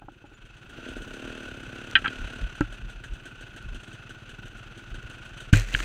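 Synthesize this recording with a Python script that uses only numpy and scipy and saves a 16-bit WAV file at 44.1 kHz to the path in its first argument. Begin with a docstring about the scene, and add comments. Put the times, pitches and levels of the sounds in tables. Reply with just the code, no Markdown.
"""A trail through a wood, heard from a helmet camera in a closed housing on a two-stroke trail bike.
The engine misfires at idle, pulls briefly and idles again: its case clatters, and each firing rings
the pipe and spits hiss. Twigs and jolts knock the plastic housing; at the end a gloved hand lands
on it and wipes it. Underneath, an idling four-stroke thumps ahead, wind rumbles at the housing's
port and the tyres crunch."""
import sys
import numpy as np
from scipy import signal
from scipy.fft import rfft, irfft
from scipy.io import wavfile
from scipy.ndimage import uniform_filter1d, minimum_filter1d

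SR = 44100
rng = np.random.default_rng(int(sys.argv[2]) if len(sys.argv) > 2 else 0)


def log_audio(samples):
    """Write samples as a 16-bit WAV file to the path given in sys.argv[1]."""
    # one column per channel
    frames = np.atleast_2d(samples).T
    # limit to full scale, then quantise
    limited = np.clip(frames, -1, 1)
    pcm = np.round(limited * 32767).astype(np.int16)
    wavfile.write(sys.argv[1], SR, pcm)


N = 257544
T = np.arange(N) / SR

# two-stroke crank through idle, blip, pull and idle: t/s, speed/(turns/s)
CRANK_SPEED = [(0.0, 25.0), (0.7, 24.5), (0.83, 38.8), (0.92, 39.0), (1.08, 31.11), (1.13, 33.35),
               (1.29, 40.39), (1.48, 35.38), (1.7, 31.6), (1.81, 35.61), (1.97, 32.84), (2.11, 37.16),
               (2.24, 33.73), (2.42, 36.93), (2.75, 29.2), (3.05, 24.9), (3.65, 27.3), (4.4, 24.3),
               (5.45, 26.5)]
# start and end of the pull, throttle open and every turn firing: t/s
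THROTTLE_OPEN = [(1.09,), (2.41,)]
# lone firings of the stumbling idle: t/s, hiss level/dB, pulse level/dB
IDLE_POPS = [(0.117, -60, -54), (0.3203, -69, -52), (0.4502, -55, -51), (0.566, -54, -65),
             (0.6926, -49, -53), (0.783, -74, -33.5), (0.8276, -57, -36.5), (0.861, -55, -29.5),
             (0.8846, -44.5, -30.5), (0.9134, -60, -34), (0.9632, -45, -27), (1.0177, -43.5, -35),
             (1.075, -50, -32.5), (1.132, -47.5, -70), (2.552, -46, -52.5), (2.722, -44.5, -42),
             (2.895, -46, -45), (3.037, -43, -48), (3.1325, -48.5, -44), (3.253, -43, -41),
             (3.4071, -45, -41), (3.5608, -43.5, -42), (3.7435, -44.5, -38.5), (3.8, -53, -62),
             (3.8308, -48.5, -46), (3.875, -50, -50), (3.9265, -47, -40), (4.0914, -44.5, -39),
             (4.29, -45, -43), (4.4528, -48, -40), (4.568, -48.5, -56.5), (4.774, -46, -41),
             (4.941, -46, -37), (5.0963, -45, -39), (5.13, -54, -61), (5.2498, -46.5, -57),
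             (5.3716, -45, -66.5), (5.401, -42, -56), (5.4273, -59, -58)]
# ring of the expansion chamber: f/Hz, relative level/dB, t60/s
PIPE_MODES = [(258, 6, 0.055), (345, 0, 0.045), (440, -3, 0.04), (530, -6, .035), (612, -3, 0.05)]
# colour of the exhaust spit: f/Hz, relative level/dB
HISS_EQ = [(700, -6.5), (1100, -29), (1500, 7.5), (2100, -14.5), (3000, -0.5), (4200, -14), (5300, -24),
           (6100, -11), (7200, -18.5), (8400, -15.5), (10000, -26.5), (15000, -38)]
# engine case clatter, before crank speed lifts or lowers it: t/s, level/dB
CLATTER_FADER = [(0, -58.5), (.2, -54), (.46, -49.5), (.76, -45.5), (.9, -46.5), (1.5, -44.5), (2.2, -42),
                 (2.6, -45.5), (3.5, -45.5), (5.2, -43)]
# colour of the clatter: f/Hz, relative level/dB
CLATTER_EQ = [(210, -5.5), (350, -11), (700, -8.5), (1000, -13), (1470, -9), (2130, -12), (2930, -5.5),
              (5290, -26.5), (6110, -23.5), (8410, -29), (14700, -50), (15900, -52)]
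# boxy peaks the air in the housing gives the clatter: f/Hz, width/Hz, lift/dB
HOUSING_PEAKS = [(1463, 243, 15.5), (2603, 196, 7.5), (4470, 830, 0.5), (6090, 230, 8.5), (8100, 180, 0.5)]

# hits on the housing: t/s, crack/dB, rattle t60/s, crack low edge/Hz, thud/dB, contact/ms, sway/dB
HOUSING_HITS = [(.018, -39.5, 0.076, 550, -41.5, 4.8, -70), (0.083, -33.5, 0.016, 614, -37.5, 1.8, -68),
                (0.241, -44.5, 0.048, 530, -38.5, 1.4, -68), (0.315, -56, .03, 437, -46, 2.3, -74),
                (1.953, -2, 0.053, 1596, -30.5, 4.5, -75), (1.975, -22, 0.025, 1300, -73, 2.5, -69),
                (2.043, -19, 0.056, 1190, -45, 4.5, -70), (2.057, -13.5, 0.019, 1370, -34, 5.9, -70),
                (2.068, -20, 0.01, 1120, -70, 2.3, -70), (2.078, -18.5, 0.024, 1750, -34.5, 6.5, -70),
                (2.607, -17, 0.024, 990, -11, 3.34, -27), (3.037, -31.5, 0.064, 1140, -70, 2.5, -70),
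                (5.527, -24, 0.048, 1180, 5.5, 7.54, -13), (5.534, -4.5, 0.014, 1310, -70, 3.9, -76),
                (5.741, -16, 0.0081, 1940, -23, 9.3, -24), (5.748, -8.5, 0.0078, 1430, -36.5, 4.8, -27),
                (5.791, -25, 0.0083, 1400, -70, 5.0, -30), (5.802, -19, 0.0073, 1290, -33.5, 4.5, -70)]
# plastic shell ringing freely: f/Hz, relative level/dB, t60/s
SHELL_MODES = [(650, -26, 0.0067), (821, 4.5, 0.042), (1347, -1.5, 0.059), (1573, 3.5, 0.038),
               (1810, 5.5, 0.016), (1900, 5, 0.013), (2353, -9.5, 0.056), (2444, -1, 0.017),
               (2850, 10, 0.0059), (3176, 11, 0.0054), (3090, 2.5, 0.019), (3940, -13, 0.024),
               (4840, -14.5, 0.03)]
# body of the helmet mount: f/Hz, relative level/dB, t60/s
MOUNT_MODES = [(108, -10, 0.19), (146.4, -3.5, 0.044), (194, -6.5, 0.042), (295.6, 2, 0.061),
               (560, -8, 0.048)]
# helmet rocking on the head: f/Hz, relative level/dB, t60/s
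SWAY_MODES = [(39.36, 0, 0.43)]
# glove wiping the housing: t/s, scrape level/dB, fizz level/dB
WIPE_FADERS = [(5.526, -21, -24), (5.54, -21.5, -26), (5.56, -29.5, -38.5), (5.6, -38.5, -44),
               (5.63, -44.5, -46.5), (5.66, -47, -53.5), (5.72, -50.5, -51), (5.745, -31, -41),
               (5.77, -45, -44.5), (5.8, -50, -44.5), (5.84, -36, -44.5)]
# midrange scrape of the glove: f/Hz, relative level/dB
SCRAPE_EQ = [(300, -11), (600, -14.5), (1000, -33), (1400, -14), (1900, -7), (2250, -12.5), (2600, -5),
             (3400, -29.5), (4500, -31), (7000, -54)]
# bright fizz of glove and ticks: f/Hz, relative level/dB
FIZZ_EQ = [(2350, -4), (4000, 0), (5340, -6.5), (6070, 1.5), (8630, -5.5), (9360, -13.5), (14700, -19.5),
           (15700, -26), (15900, -40)]
# dry ticks of twigs and grit: t/s, level/dB
TWIG_TICKS = [(1.912, -34), (2.3396, -44), (2.608, -35), (3.626, -47), (4.482, -46), (4.9044, -50),
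              (5.028, -47), (5.1846, -52), (5.2934, -48), (5.5371, -18), (5.547, -34), (5.5588, -21.5),
              (5.572, -24.5), (5.598, -24), (5.8032, -55)]
# thin squeaks: t/s, length/s, level/dB
THIN_SQUEAKS = [(0.257, 0.033, -71), (0.337, 0.033, -62), (0.377, .02, -73)]

# idle of the four-stroke ahead: t/s, rate/(firings/s)
FOUR_STROKE_RATE = [(0.0, 16.99), (0.6, 18.11), (1.2, 17.03), (1.8, 19.59), (2.4, 18.35), (2.8, 18.7),
                    (3.2, 18.77), (3.6, 17.94), (4.0, 17.59), (4.4, 18.18), (4.8, 18.86), (5.2, 17.84),
                    (5.5, 18.86)]
# its place in the mix: t/s, level/dB
FOUR_STROKE_FADER = [(0, -59.5), (.5, -54.5), (1.5, -51), (2.5, -52.5), (3, -52), (4, -48.5), (5, -48.5),
                     (5.84, -50)]
# boom of its silencer: f/Hz, relative level/dB, t60/s
SILENCER_MODES = [(75, -18, 0.03), (114.5, 4.5, 0.061), (207, -20, 0.2), (337.3, -8, 0.056)]
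# wind bed at the port: t/s, level/dB
WIND_FADER = [(0.0, -60), (0.4, -56.5), (1.1, -49), (1.8, -50), (2.8, -43), (3.4, -49.5), (4.2, -48.5),
              (5.0, -48.5), (5.84, -45.5)]
# gusts on top of the bed: centre t/s, level/dB, length/s
WIND_GUSTS = [(0.954, -43, 0.22), (2.01, -38.5, 0.21), (2.229, -37, 0.14), (2.454, -27, 0.13),
              (2.72, -42.5, 0.34), (3.138, -39, 0.12), (3.715, -41.5, 0.25), (4.758, -45, 0.079),
              (4.954, -45, 0.11), (5.06, -43, 0.069), (5.248, -46, 0.12)]
# colour of the wind: f/Hz, relative level/dB
WIND_EQ = [(10, -30), (20, -4.5), (36, 8.5), (60, -1.5), (100, -12.5), (250, -22.5), (500, -55),
           (1000, -71)]
# tyres on the trail: t/s, level/dB
TYRE_FADER = [(0, -64.5), (.5, -61), (1, -51), (2.4, -58), (2.7, -57.5), (5.84, -58)]
# colour of the crunch: f/Hz, relative level/dB
TYRE_EQ = [(100, -11), (200, 0.5), (350, 0.5), (600, -13.5), (1000, -16.5), (1600, -39.5)]


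def two_stroke():
    """The hero engine: one crank drives both the exhaust and the case clatter."""
    cruise_turns_per_s, port_opens_s = 35, 1.076
    speed = uniform_filter1d(curve(CRANK_SPEED), size=1500)
    over_cruise = speed - cruise_turns_per_s
    acceleration = uniform_filter1d(np.gradient(speed) * SR, size=3000)
    turns = np.cumsum(speed) / SR
    turns -= np.interp(port_opens_s, T, turns)  # the exhaust port opens on whole turns
    pull_db = -33 + .7 * over_cruise + .025 * acceleration  # more punch when fast or revving up
    pull_db -= 3 * (T - port_opens_s)  # the throttle eases back through the pull
    return case_clatter(turns, over_cruise) + exhaust(turns, pull_db)


def exhaust(turns, pull_db):
    """Each firing rings the pipe and spits hiss: every turn in the pull, in stray pops at idle."""
    puff_db, puff_t60_s = -48.5, .094
    pop_rise_s, pop_hold_s, pop_t60_s = .003, .005, .15
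    t = np.arange(8000) / SR
    firings = strokes(turns, spread_db=.53) * during(THROTTLE_OPEN)
    pulses = firings * amp(pull_db)
    hiss_envelope = signal.oaconvolve(firings, amp(puff_db - 60 * t / puff_t60_s))[:N]
    pop = amp(-60 * np.maximum(t - pop_hold_s, 0) / pop_t60_s) * np.minimum(t / pop_rise_s, 1)
    for start, hiss_db, pulse_db in IDLE_POPS:
        add(hiss_envelope, start, amp(hiss_db) * pop)
        add(pulses, start, amp([pulse_db]))
    pipe = np.append(np.zeros(round(.005 * SR)), ring(PIPE_MODES, .1))  # 5 ms down the pipe
    pipe = band(pipe, 214, 770, order=2)
    pipe = band(pipe[::-1], 240, 583, order=2)[::-1]  # filtered in reverse to round the attack
    bark = signal.oaconvolve(pulses, peak(pipe, 0))[:N]
    return colour(hiss_envelope * rng.standard_normal(N), HISS_EQ) - bark


def case_clatter(turns, over_cruise):
    """Gritty engine case rattle that throbs once a turn and grows with crank speed."""
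    throb_db = 3 * np.cos(2 * np.pi * (turns - .1))
    grit_db = 1.22 * wander(41) + 2.7 * np.minimum(rng.exponential(1, N), 3)
    level = amp(curve(CLATTER_FADER) + .5 * over_cruise)
    return level * colour(rough_noise(throb_db + grit_db), CLATTER_EQ, HOUSING_PEAKS)


def housing_knocks():
    """Three layers a hit: ragged shell crack, mount thud (deeper for a longer contact), helmet sway."""
    crack_span, attack_s = 2.34, .00016  # span: top of the crack's band over its low edge
    out = np.zeros(N)
    mount, sway = ring(MOUNT_MODES, .4), ring(SWAY_MODES, .6)
    t = np.arange(3000) / SR
    for start, crack_db, t60, lo_hz, thud_db, contact_ms, sway_db in HOUSING_HITS:
        rattle = rng.standard_normal(len(t)) * amp(-60 * t / t60) * np.minimum(t / attack_s, 1)
        rattle = band(rattle, lo_hz, lo_hz * crack_span)
        damping = max(.031 / t60, 1)  # a firm, brief touch deadens the shell
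        shell = ring(SHELL_MODES, .08, polarity=-.96, damping=damping)
        add(out, start, peak(signal.oaconvolve(rattle, shell), crack_db))
        contact = np.minimum(t * 1000 / contact_ms, 1)
        # pressed, then springing back
        push = -np.sin(2 * np.pi * contact) * np.sin(np.pi * contact) * contact ** .55
        add(out, start, peak(signal.oaconvolve(push, mount), thud_db))
        add(out, start, peak(signal.oaconvolve(np.hanning(200), sway), sway_db))
    return out


def glove_wipe():
    """Cloth drags over plastic in dense, uneven slips: a scrape with fizz on top."""
    slips_db = 3 * wander(150) + 3.5 * np.minimum(rng.exponential(1, N), 4)
    drag = rough_noise(slips_db) * during(WIPE_FADERS)
    scrape = colour(drag * amp(curve(WIPE_FADERS)), SCRAPE_EQ)
    fizz = colour(drag * amp(curve(WIPE_FADERS, column=2)), FIZZ_EQ)
    return scrape + fizz


def twig_ticks():
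    """Twigs and grit strike in tiny, bright bursts of noise."""
    t60_s = .0075
    out, t = np.zeros(N), np.arange(400) / SR
    for start, db in TWIG_TICKS:
        add(out, start, amp(db - 60 * t / t60_s) * rng.standard_normal(len(t)))
    return colour(out, FIZZ_EQ)


def four_stroke():
    """The bike ahead: a soft silencer thump each firing and a weaker one on the turn between."""
    cycles = np.cumsum(curve(FOUR_STROKE_RATE)) / SR + .2952
    pulses = strokes(cycles, spread_db=2.5) + amp(-21) * strokes(cycles + .5, spread_db=2.5)
    thump = band(ring(SILENCER_MODES, .093), 97, 383, order=2)
    return amp(curve(FOUR_STROKE_FADER)) * unit(signal.oaconvolve(pulses, thump)[:N])


def wind():
    """Air buffets the port: a lumpy low rumble that swells smoothly in each gust."""
    level = amp(curve(WIND_FADER))
    for centre, db, length in WIND_GUSTS:
        level += amp(db) * np.cos(np.pi * np.clip((T - centre) / length, -.5, .5)) ** 2
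    return level * colour(rough_noise(4 * wander(8)), WIND_EQ)


def tyres():
    """Tyres roll over the trail with a dull, uneven crunch."""
    return amp(curve(TYRE_FADER)) * colour(rough_noise(3.5 * wander(41)), TYRE_EQ)


def squeaks(pitch_hz=6980):
    """Faint, thin blips of one high tone."""
    out = np.zeros(N)
    for start, length, db in THIN_SQUEAKS:
        t = np.arange(round(length * SR)) / SR
        add(out, start, amp(db) * np.sin(np.pi * t / length) * np.sin(2 * np.pi * pitch_hz * t))
    return out


def amp(db):
    return 10 ** (np.asarray(db) / 20)


def unit(x):
    return x / np.sqrt(np.mean(x ** 2) + 1e-20)


def peak(x, db):
    return amp(db) * x / abs(x).max()


def band(x, lo_hz, hi_hz, order=3):
    return signal.sosfilt(signal.butter(order, [lo_hz, hi_hz], "band", fs=SR, output="sos"), x)


def add(mix, start, sound):
    part = mix[round(start * SR):][:len(sound)]
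    part += sound[:len(part)]


def curve(rows, column=1):
    """One column of a table as an automation lane."""
    rows = np.array(rows)
    return np.interp(T, rows[:, 0], rows[:, column])


def during(rows):
    """A gate, open while the table lasts, with 5 ms ramps."""
    return np.clip(np.minimum(T - rows[0][0], rows[-1][0] + .01 - T) / .005, 0, 1)


def colour(x, eq, peaks=()):
    """An EQ curve plus any resonant peaks; white noise keeps its rms."""
    hz = np.fft.rfftfreq(len(x), 1 / SR)
    eq_hz, eq_db = np.transpose(eq)
    db = np.interp(np.log(hz + 1), np.log(eq_hz + 1), eq_db)
    db += sum(lift / (1 + (2 * (hz - centre) / width) ** 2) for centre, width, lift in peaks)
    return irfft(rfft(x) * unit(amp(db)), len(x))


def ring(modes, seconds, polarity=1, damping=1):
    """Struck, decaying sines; negative polarity starts neighbours in opposite directions."""
    t = np.arange(round(seconds * SR)) / SR
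    return sum(polarity ** k * amp(db - 60 * t * damping / t60) * np.sin(2 * np.pi * hz * t)
               for k, (hz, db, t60) in enumerate(modes))


def wander(hz):
    """Random drift below hz, rms 1."""
    return unit(signal.lfilter(*signal.butter(2, hz, fs=SR), rng.standard_normal(N)))


def rough_noise(flutter_db):
    """White noise roughened by a moving level, rms 1."""
    return unit(amp(flutter_db) * rng.standard_normal(N))


def strokes(cycles, spread_db):
    """One click of uneven size at each whole cycle."""
    whole = np.floor(cycles).astype(int)
    sizes = amp(spread_db * rng.standard_normal(1000))
    return sizes[whole % len(sizes)] * (np.diff(whole, prepend=whole[0]) > 0)


def scene():
    """The mono mix, foreground to background."""
    foreground = two_stroke() + housing_knocks() + glove_wipe() + twig_ticks()
    return (foreground + four_stroke() + wind() + tyres() + squeaks())[None]


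def record(dry):
    """A look-ahead limiter holds peaks near full scale and lets go; a low-pass trims the very top."""
    release_db_per_s, cutoff_hz = 200, 15800
    over_db = 20 * np.log10(np.maximum(abs(dry[0]), 1))
    ahead_db = -minimum_filter1d(-over_db, size=801, origin=-400)  # biggest overshoot in the next 18 ms
    release_db = T * release_db_per_s
    reduction_db = np.maximum.accumulate(ahead_db + release_db) - release_db
    limited = dry / amp(uniform_filter1d(reduction_db, size=41))
    lowpass = signal.firwin(511, cutoff_hz, window=("kaiser", 9), fs=SR)
    return signal.oaconvolve(limited, lowpass[None], "same")


dry = scene()
out = record(dry)
log_audio(out)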